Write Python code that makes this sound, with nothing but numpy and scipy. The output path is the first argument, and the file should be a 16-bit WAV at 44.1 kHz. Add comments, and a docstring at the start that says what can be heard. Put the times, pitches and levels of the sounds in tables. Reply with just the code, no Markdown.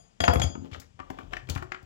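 """A steel chisel lands on hollow floorboards, bounces and rings: clicks, clatter and dying modes of blade and handle.
Fingers then prise up a wooden strip, which cracks and snaps (modes and noise bursts) and scrapes (random grains).
The boards boom and knock as modes struck by a smooth push, and creak low under body weight (shaped noise).
A small bare room adds noise tails and a soft hush; a phone lies near,
its right port shaded and out of step with the left."""
import sys
import numpy as np
from scipy import signal
from scipy.fft import rfft, irfft, next_fast_len
from scipy.io import wavfile

SR = 44100
rng = np.random.default_rng(int(sys.argv[2]) if len(sys.argv) > 2 else 0)


def undo_db(level):
    """Turn decibels back into plain size, where 20 dB means ten times bigger."""
    steps = np.asarray(level, float) / 20
    return 10 ** steps


def to_wav(sig):
    """Store sig (one row per channel, or 1-D mono) as 16-bit WAV at the path in sys.argv[1].

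    Samples outside -1..1 are clipped; the rate is SR.
    """
    pcm = np.clip(np.atleast_2d(sig), -1, 1) * 32767
    pcm = np.round(pcm).astype(np.int16)
    wavfile.write(sys.argv[1], SR, pcm.T)  # frames by channels


N = 81585  # samples in the scene


def unit(x):
    """Scales a sound to rms 1."""
    return x / np.sqrt(np.mean(x ** 2) + 1e-20)


def along(points, hz):
    """Reads (frequency, value) points on a log frequency axis."""
    f, value = np.transpose(points)
    return np.interp(np.log(hz + 1), np.log(f + 1), value)


def curve(rows):
    """Joins (time, value) points with straight lines, one value per sample."""
    return np.interp(np.arange(N) / SR, *np.transpose(rows))


def filtered(x, response):
    """Multiplies the spectrum of x by a complex response of frequency."""
    m = next_fast_len(x.shape[-1] + SR // 2)
    spectrum = rfft(x, m) * response(np.fft.rfftfreq(m, 1 / SR))
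    return irfft(spectrum, m)[..., :x.shape[-1]]


def coloured(x, spectrum):
    """Shapes x by a spectrum in dB and scales it to rms 1."""
    return unit(filtered(x, lambda hz: undo_db(along(spectrum, hz))))


def add(track, s, sound):
    """Mixes a sound in at s seconds; one that began before the start enters part-way through."""
    i = round(s * SR)
    part = track[max(i, 0):max(i + len(sound), 0)]
    part += sound[max(-i, 0):][:len(part)]


FLUTTER_PER_S = 65  # new random levels per second in a wavering mode


def ring(modes, spread_db, length_s, tilt_db=0, flutter_db=0):
    """Struck body: dying sine modes, each with a new level at every blow and its own wavering."""
    t = np.arange(int(length_s * SR)) / SR
    hz, db, t60 = np.transpose(modes)[:, :, None]
    knots = rng.standard_normal((len(modes), 64))
    waver = np.array([np.interp(t * FLUTTER_PER_S, np.arange(64), k) for k in knots])
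    level = db + tilt_db * np.log2(hz / hz[0])  # tilt per octave above the first mode
    level = level + spread_db * rng.standard_normal(hz.shape) + flutter_db * waver
    return np.sum(undo_db(level - 60 * t / t60) * np.sin(2 * np.pi * hz * t), axis=0)


RISE_S = 0.0011  # time constant of a burst's onset


def burst(hz, width, t60):
    """Dying noise through a broad resonance, applied twice for steep skirts; peak 1."""
    t = np.arange(SR // 8) / SR
    noise = rng.standard_normal(len(t)) * undo_db(-60 * t / t60) * (1 - np.exp(-t / RISE_S))

    def resonance(f):
        damping = 1j * f * width * hz  # width is a fraction of the pitch
        return (damping / (hz * hz - f * f + damping)) ** 2

    out = filtered(noise, resonance)
    return out / np.abs(out).max()


# chisel contacts; hardness tilts the blade's modes and moves the click's pitch:
# (time [s], click level [dB], blade ring level [dB], handle knock level [dB], hardness [dB per octave])
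CONTACTS = [(-.1, -90, -45.5, -35.5, 11), (.2040, -16.5, -29, -35.5, -1), (.2384, -15, -34, -32, 0),
            (.2500, -25, -30, -55, -0.5), (.2790, -6, -34, -27.5, -3.5), (.2970, -40, -30.5, -28.5, -10),
            (.3346, -26, -42, -28, 9), (.3568, -22.5, -35.5, -35, -3.5), (.3972, -25, -70, -34, 3),
            (.4175, -19.5, -26, -31, 2), (.4368, -23, -53, -36.5, 5), (.5520, -32.5, -76, -50.5, -8)]
# ringing modes of the steel blade: (frequency [Hz], level [dB], t60 [s])
BLADE_MODES = [(3270, -14, .35), (3323, -7, .3), (3390, -16, .12), (4850, -20, .2), (4884, -9, .42),
               (5943, -28, .2), (6714, -12, .4), (6770, -22, .2), (8850, -17, .27), (9300, -24, .15),
               (10870, -23, .14), (11310, -18, .2), (13440, -18, .16), (14250, -21, .12)]
# duller modes of the handle: (frequency [Hz], level [dB], t60 [s])
HANDLE_MODES = [(496, -7.5, 0.087), (555, -7.5, 0.15), (658, -5, 0.072), (695, -11, 0.26),
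                (707.5, 0.5, .14), (780, -16.5, .1)]
MUTE_DB = -10  # change of blade ring at each later contact but the last
FLUTTER_DB = 4.5  # the ring wavers as the blade rocks
CLICK_HZ, HARD_DB_PER_OCTAVE = 2040, 3.5  # click pitch at zero hardness; hardness that lifts it an octave
CLATTER_DB = 5  # over the handle knock level


def chisel():
    """Every contact clicks, clatters, knocks the handle and rings the blade; later contacts mute that ring."""
    out = np.zeros(N)
    for k, (s, click_db, ring_db, knock_db, hard_db) in enumerate(CONTACTS):
        steel = ring(BLADE_MODES, spread_db=4.0, length_s=.45, tilt_db=hard_db, flutter_db=FLUTTER_DB)
        now = np.arange(len(steel)) / SR + s
        # count of muting contacts so far, each taking hold over 2 ms
        mutes = sum(np.clip((now - row[0]) / .002, 0, 1) for row in CONTACTS[k + 1:-1])
        add(out, s, undo_db(ring_db + MUTE_DB * mutes) * steel)
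        handle = ring(HANDLE_MODES, spread_db=5, length_s=.3, flutter_db=FLUTTER_DB)
        add(out, s, undo_db(knock_db) * handle)
        add(out, s, undo_db(knock_db + CLATTER_DB) * burst(1000, width=1.24, t60=0.047))
        click_hz = CLICK_HZ * 2 ** (hard_db / HARD_DB_PER_OCTAVE)
        add(out, s, undo_db(click_db) * burst(click_hz, width=1.24, t60=0.022))
    return out


# cracks of the strip: (time [s], level [dB], pitch [Hz], treble snap level [dB], noise t60 [s])
CRACK_EVENTS = [(0.714, -44, 2920, -60, 0.15), (0.732, -36.5, 3570, -61, 0.1),
                (.7460, -33.5, 1442, -68, 0.027), (0.7993, -55.5, 2560, -38, 0.037),
                (0.816, -49.5, 1800, -49.5, 0.12), (0.9921, -36.5, 1000, -92, 0.026),
                (1, -33.5, 1110, -74.5, 0.028), (1.102, -29, 785, -46, 0.026),
                (1.1872, -30.5, 1160, -55.5, 0.015), (1.209, -44.5, 1500, -80, 0.009),
                (1.334, -21.5, 1880, -54, 0.015), (1.3682, -29, 2000, -54, 0.014),
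                (1.472, -49, 3500, -67, 0.015), (1.4891, -38, 1500, -42.5, .04),
                (1.4979, -30, 3700, -26.5, 0.035), (1.5507, -36, 2870, -38.5, 0.027),
                (1.5610, -29, 1020, -69, 0.047), (1.576, -34, 1730, -44.5, 0.039),
                (1.6241, -32, 1020, -48, 0.038), (1.7192, -23, 1880, -78, 0.019),
                (1.746, -33.5, 1700, -73, 0.0135), (1.8280, -69, 720, -56, 0.021)]
# modes of the wooden strip: (frequency [Hz], level [dB], t60 [s])
STRIP_MODES = [(363, -2, 0.17), (762, 0, 0.054), (1170, -2.5, 0.049), (1386, -4, 0.032),
               (1800, -5.5, 0.022), (2335, 2, 0.016), (2960, -9.5, 0.015), (3700, -18, 0.0087),
               (5260, -22, 0.0083)]
# colour of the treble snap: (frequency [Hz], density [dB per Hz])
SNAP_COLOUR = [(2500, -31), (3700, 3.5), (5000, 3), (7000, 1.5), (9000, -0.5), (12000, 2), (16300, 2.5)]
# loudness of the rubbing: (time [s], level [dB])
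SCRAPE_LEVEL = [(0, -69.5), (.55, -82), (.66, -52), (.70, -68), (.72, -55), (.76, -48), (.8, -70),
                (.85, -81), (.89, -80.5), (1.2, -52), (1.3, -67), (1.33, -44.5), (1.46, -73), (1.5, -42.5),
                (1.58, -58), (1.61, -80), (1.68, -67.5), (1.85, -67)]
# colour of the rubbing: (frequency [Hz], density [dB per Hz])
GRIT_COLOUR = [(250, -9), (400, 10), (900, 2.5), (1500, -6.5), (2200, -11.5), (3200, -5.5), (4500, -14),
               (7500, -24), (9000, -28.5), (16000, -19.5)]
STRIP_DB, OFF_PITCH_DB = -7.5, -5.5  # mode ring within a crack; change per octave away from the crack's pitch
SPLINTER_DB = -12  # broad ring of the thin wood, relative to the crack
GRAINS_PER_S, GRAIN_SPREAD_DB = 3100, 1.5


def strip():
    """Cracks ring the modes near their pitch, with woody noise and a short treble snap, over gritty rubbing."""
    out, t = np.zeros(N), np.arange(SR // 16) / SR
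    for s, db, hz, snap_db, t60 in CRACK_EVENTS:
        near = [(f, level + OFF_PITCH_DB * abs(np.log2(f / hz)), life) for f, level, life in STRIP_MODES]
        add(out, s, undo_db(db + STRIP_DB) * ring(near, spread_db=5.5, length_s=.12))
        crack = burst(hz, width=0.67, t60=t60)
        splinter = burst(1500, width=1.05, t60=t60)
        add(out, s, undo_db(db) * (crack + undo_db(SPLINTER_DB) * splinter))
        snap = coloured(rng.standard_normal(len(t)), SNAP_COLOUR)
        add(out, s, undo_db(snap_db - 60 * t / 0.047) * snap)  # t60 0.047 s
    chance = rng.random((N, 2))
    caught = chance[:, 0] < GRAINS_PER_S / SR
    size = undo_db(-GRAIN_SPREAD_DB * np.log(chance[:, 1] + 1e-4))  # a few grains stand out
    grains = caught * size * rng.standard_normal(N)
    return out + undo_db(curve(SCRAPE_LEVEL)) * coloured(grains, GRIT_COLOUR)


# loads on the boards, before push and bass cut shape them: (time [s], boom level [dB], knock level [dB])
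LOADS = [(0.207, -22, -27), (0.283, -12, -20), (.359, -12.5, -20.5), (0.399, -20.5, -41),
         (.44, -17.5, -32.5), (0.499, -42, -39), (0.554, -65, -37.5), (0.577, -40, -36.5),
         (.622, -54, -36.5), (.645, -50, -39.5), (.67, -73, -48.5), (0.718, -36.5, -54),
         (0.767, -39.5, -49), (0.798, -54.5, -48), (0.942, -51, -74), (1.001, -46, -41),
         (1.104, -54.5, -33), (1.188, -56, -42), (1.234, -41, -43.5), (1.334, -47.5, -47),
         (1.49, -29, -36.5), (1.502, -25, -42), (1.558, -26, -34), (1.618, -33.5, -64), (1.722, -68, -66.5),
         (1.83, -39.5, -52)]
# boom of the hollow floor: (frequency [Hz], level [dB], t60 [s])
BOOM_MODES = [(67, -9, .15), (82.1, -4.5, 0.25), (90.4, -9, 0.13), (112.2, -11.5, 0.15), (145.5, -9, 0.058)]
# knock of the nearest plank: (frequency [Hz], level [dB], t60 [s])
PLANK_MODES = [(168, -12.5, 0.21), (225.8, -13, 0.19), (268.9, 2.5, 0.094), (337.8, -5.5, 0.17),
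               (361, -7.5, 0.077)]
CONTACT_S = 0.0029  # length of the push
BASS_CUT_HZ = 67  # the microphone's bass cut, applied here to booms and knocks: little is heard below this


def boards():
    """A smooth push booms in the hollow floor and knocks the nearest plank, heard through a bass cut."""
    out, push = np.zeros(N), np.hanning(int(CONTACT_S * SR))
    for s, boom_db, knock_db in LOADS:
        boom = ring(BOOM_MODES, spread_db=4, length_s=.35)
        knock = ring(PLANK_MODES, spread_db=1.0, length_s=.35)
        add(out, s, undo_db(boom_db) * boom + undo_db(knock_db) * knock)
    out = signal.fftconvolve(out, push / push.sum())[:N]
    return filtered(out, lambda f: ((1j * f) ** 2 / (BASS_CUT_HZ ** 2 - f * f + 1.4j * f * BASS_CUT_HZ)) ** 2)


# swell of the creak: (time [s], level [dB])
WEIGHT_LEVEL = [(0.0, -64), (0.148, -73), (0.39, -47), (0.51, -77), (0.674, -73), (0.896, -64.5),
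                (1.06, -69), (1.236, -51.5), (1.37, -53.5), (1.452, -49.5), (1.642, -60), (1.85, -63)]
# colour of the creak: (frequency [Hz], density [dB per Hz])
CREAK_COLOUR = [(20, -48), (30, -17), (40, 16), (55, 1), (130, 1), (300, -43.5)]


def body_weight():
    """Slow creak of body weight on the joists: low noise that swells and fades."""
    return undo_db(curve(WEIGHT_LEVEL)) * coloured(rng.standard_normal(N), CREAK_COLOUR)


# decay of the small bare room: (frequency [Hz], t60 [s])
ROOM_DECAY = [(100, 0.38), (500, 0.42), (2000, 0.26), (6000, 0.28), (14000, .15)]


def room(x):
    """Two noise tails, each frequency dying at its own speed; fresh tails for each fifth of a second."""
    out, step = np.zeros((2, N + SR)), SR // 5
    for i in range(0, N, step):
        hz, t, z = signal.stft(rng.standard_normal((2, SR // 2)), SR, nperseg=256)
        decay = undo_db(-60 * t / along(ROOM_DECAY, hz)[:, None])
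        tail = signal.istft(z * decay, SR, nperseg=256)[1]
        wet = signal.fftconvolve(x[None, i:i + step], tail / np.linalg.norm(tail[0]), axes=1)
        out[:, i + SR // 200:][:, :wet.shape[1]] += wet  # 5 ms after the direct sound
    return out[:, :N]


# colour of the room and microphone hush: (frequency [Hz], density [dB per Hz])
HUSH_COLOUR = [(30, -23), (70, 12), (200, 13.5), (500, -14.5), (1000, -7.5), (3000, -8), (7000, -10.5),
               (9000, -12.5), (16300, -45.5)]


def hush():
    """Steady room and microphone hush, two independent shaped noises: one heard at both ports, one at the right."""
    return coloured(rng.standard_normal((2, N)), HUSH_COLOUR)


# extra room sound and hush that only the right port hears: (frequency [Hz], level [dB])
STRAY_LEVEL = [(60, -14), (150, -6), (500, 2), (1300, -1), (3000, 3), (8000, 4)]
ROOM_DB, HUSH_DB = -9, -66  # levels in the mix before the port gains
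CORNER_DB = -4  # the right port faces away from the corner where the strip lies; its room and hush drop too
PAIR_DB = 5.5  # gain of both ports


def scene():
    """What arrives at the left and at the right port, before the phone's body shades the right one."""
    tool = chisel() + (boards() + body_weight())
    corner = strip()
    around = undo_db(ROOM_DB) * room(tool + corner) + undo_db(HUSH_DB) * hush()
    stray = filtered(around[1], lambda hz: undo_db(along(STRAY_LEVEL, hz)))
    left = tool + corner + around[0]
    right = tool + undo_db(CORNER_DB) * (corner + around[0] + stray)
    return undo_db(PAIR_DB) * np.array([left, right])


def band_limit(x):
    """A steep low-pass at the top of the band."""
    return signal.sosfilt(signal.butter(12, 16490, fs=SR, output="sos"), x)


# loss at the shaded right port: (frequency [Hz], loss [dB])
SHADE_LOSS = [(60, 14.5), (110, 14.5), (200, 14), (380, 7), (700, 5), (1290, 8), (2380, 11.5), (4400, 15.5),
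              (8120, 18), (15000, 21)]
# phase by which the left port leads the right; below zero it trails: (frequency [Hz], phase [radians])
LEFT_LEAD = [(60, 0), (150, -.4), (260, -2.3), (860, -2.6), (2500, -2), (7700, -1.8), (16000, -1.5)]
# response of both microphones: (frequency [Hz], level [dB])
MIC_RESPONSE = [(3200, -1), (4000, -6), (5000, -2), (6200, -3), (7400, 0.5), (8200, -9), (10000, -10),
                (16000, -12)]
TOP_HZ = 16450  # nothing passes from here up
CEILING, KNEE = .58, 5  # full-scale limit of the rounded peaks; higher knee = sharper bend


def record(dry):
    """The right port is shaded and shifted in phase; the treble dulls above a small peak; peaks are rounded off."""
    left, right = dry
    right = filtered(right, lambda hz: undo_db(-along(SHADE_LOSS, hz)) * np.exp(-1j * along(LEFT_LEAD, hz)))
    pair = np.array([left, right])
    pair = filtered(pair, lambda hz: undo_db(along(MIC_RESPONSE, hz)) * (hz < TOP_HZ))
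    mix = pair / (1 + np.abs(pair / CEILING) ** KNEE) ** (1 / KNEE)
    return band_limit(mix)


dry = scene()
out = record(dry)
to_wav(out)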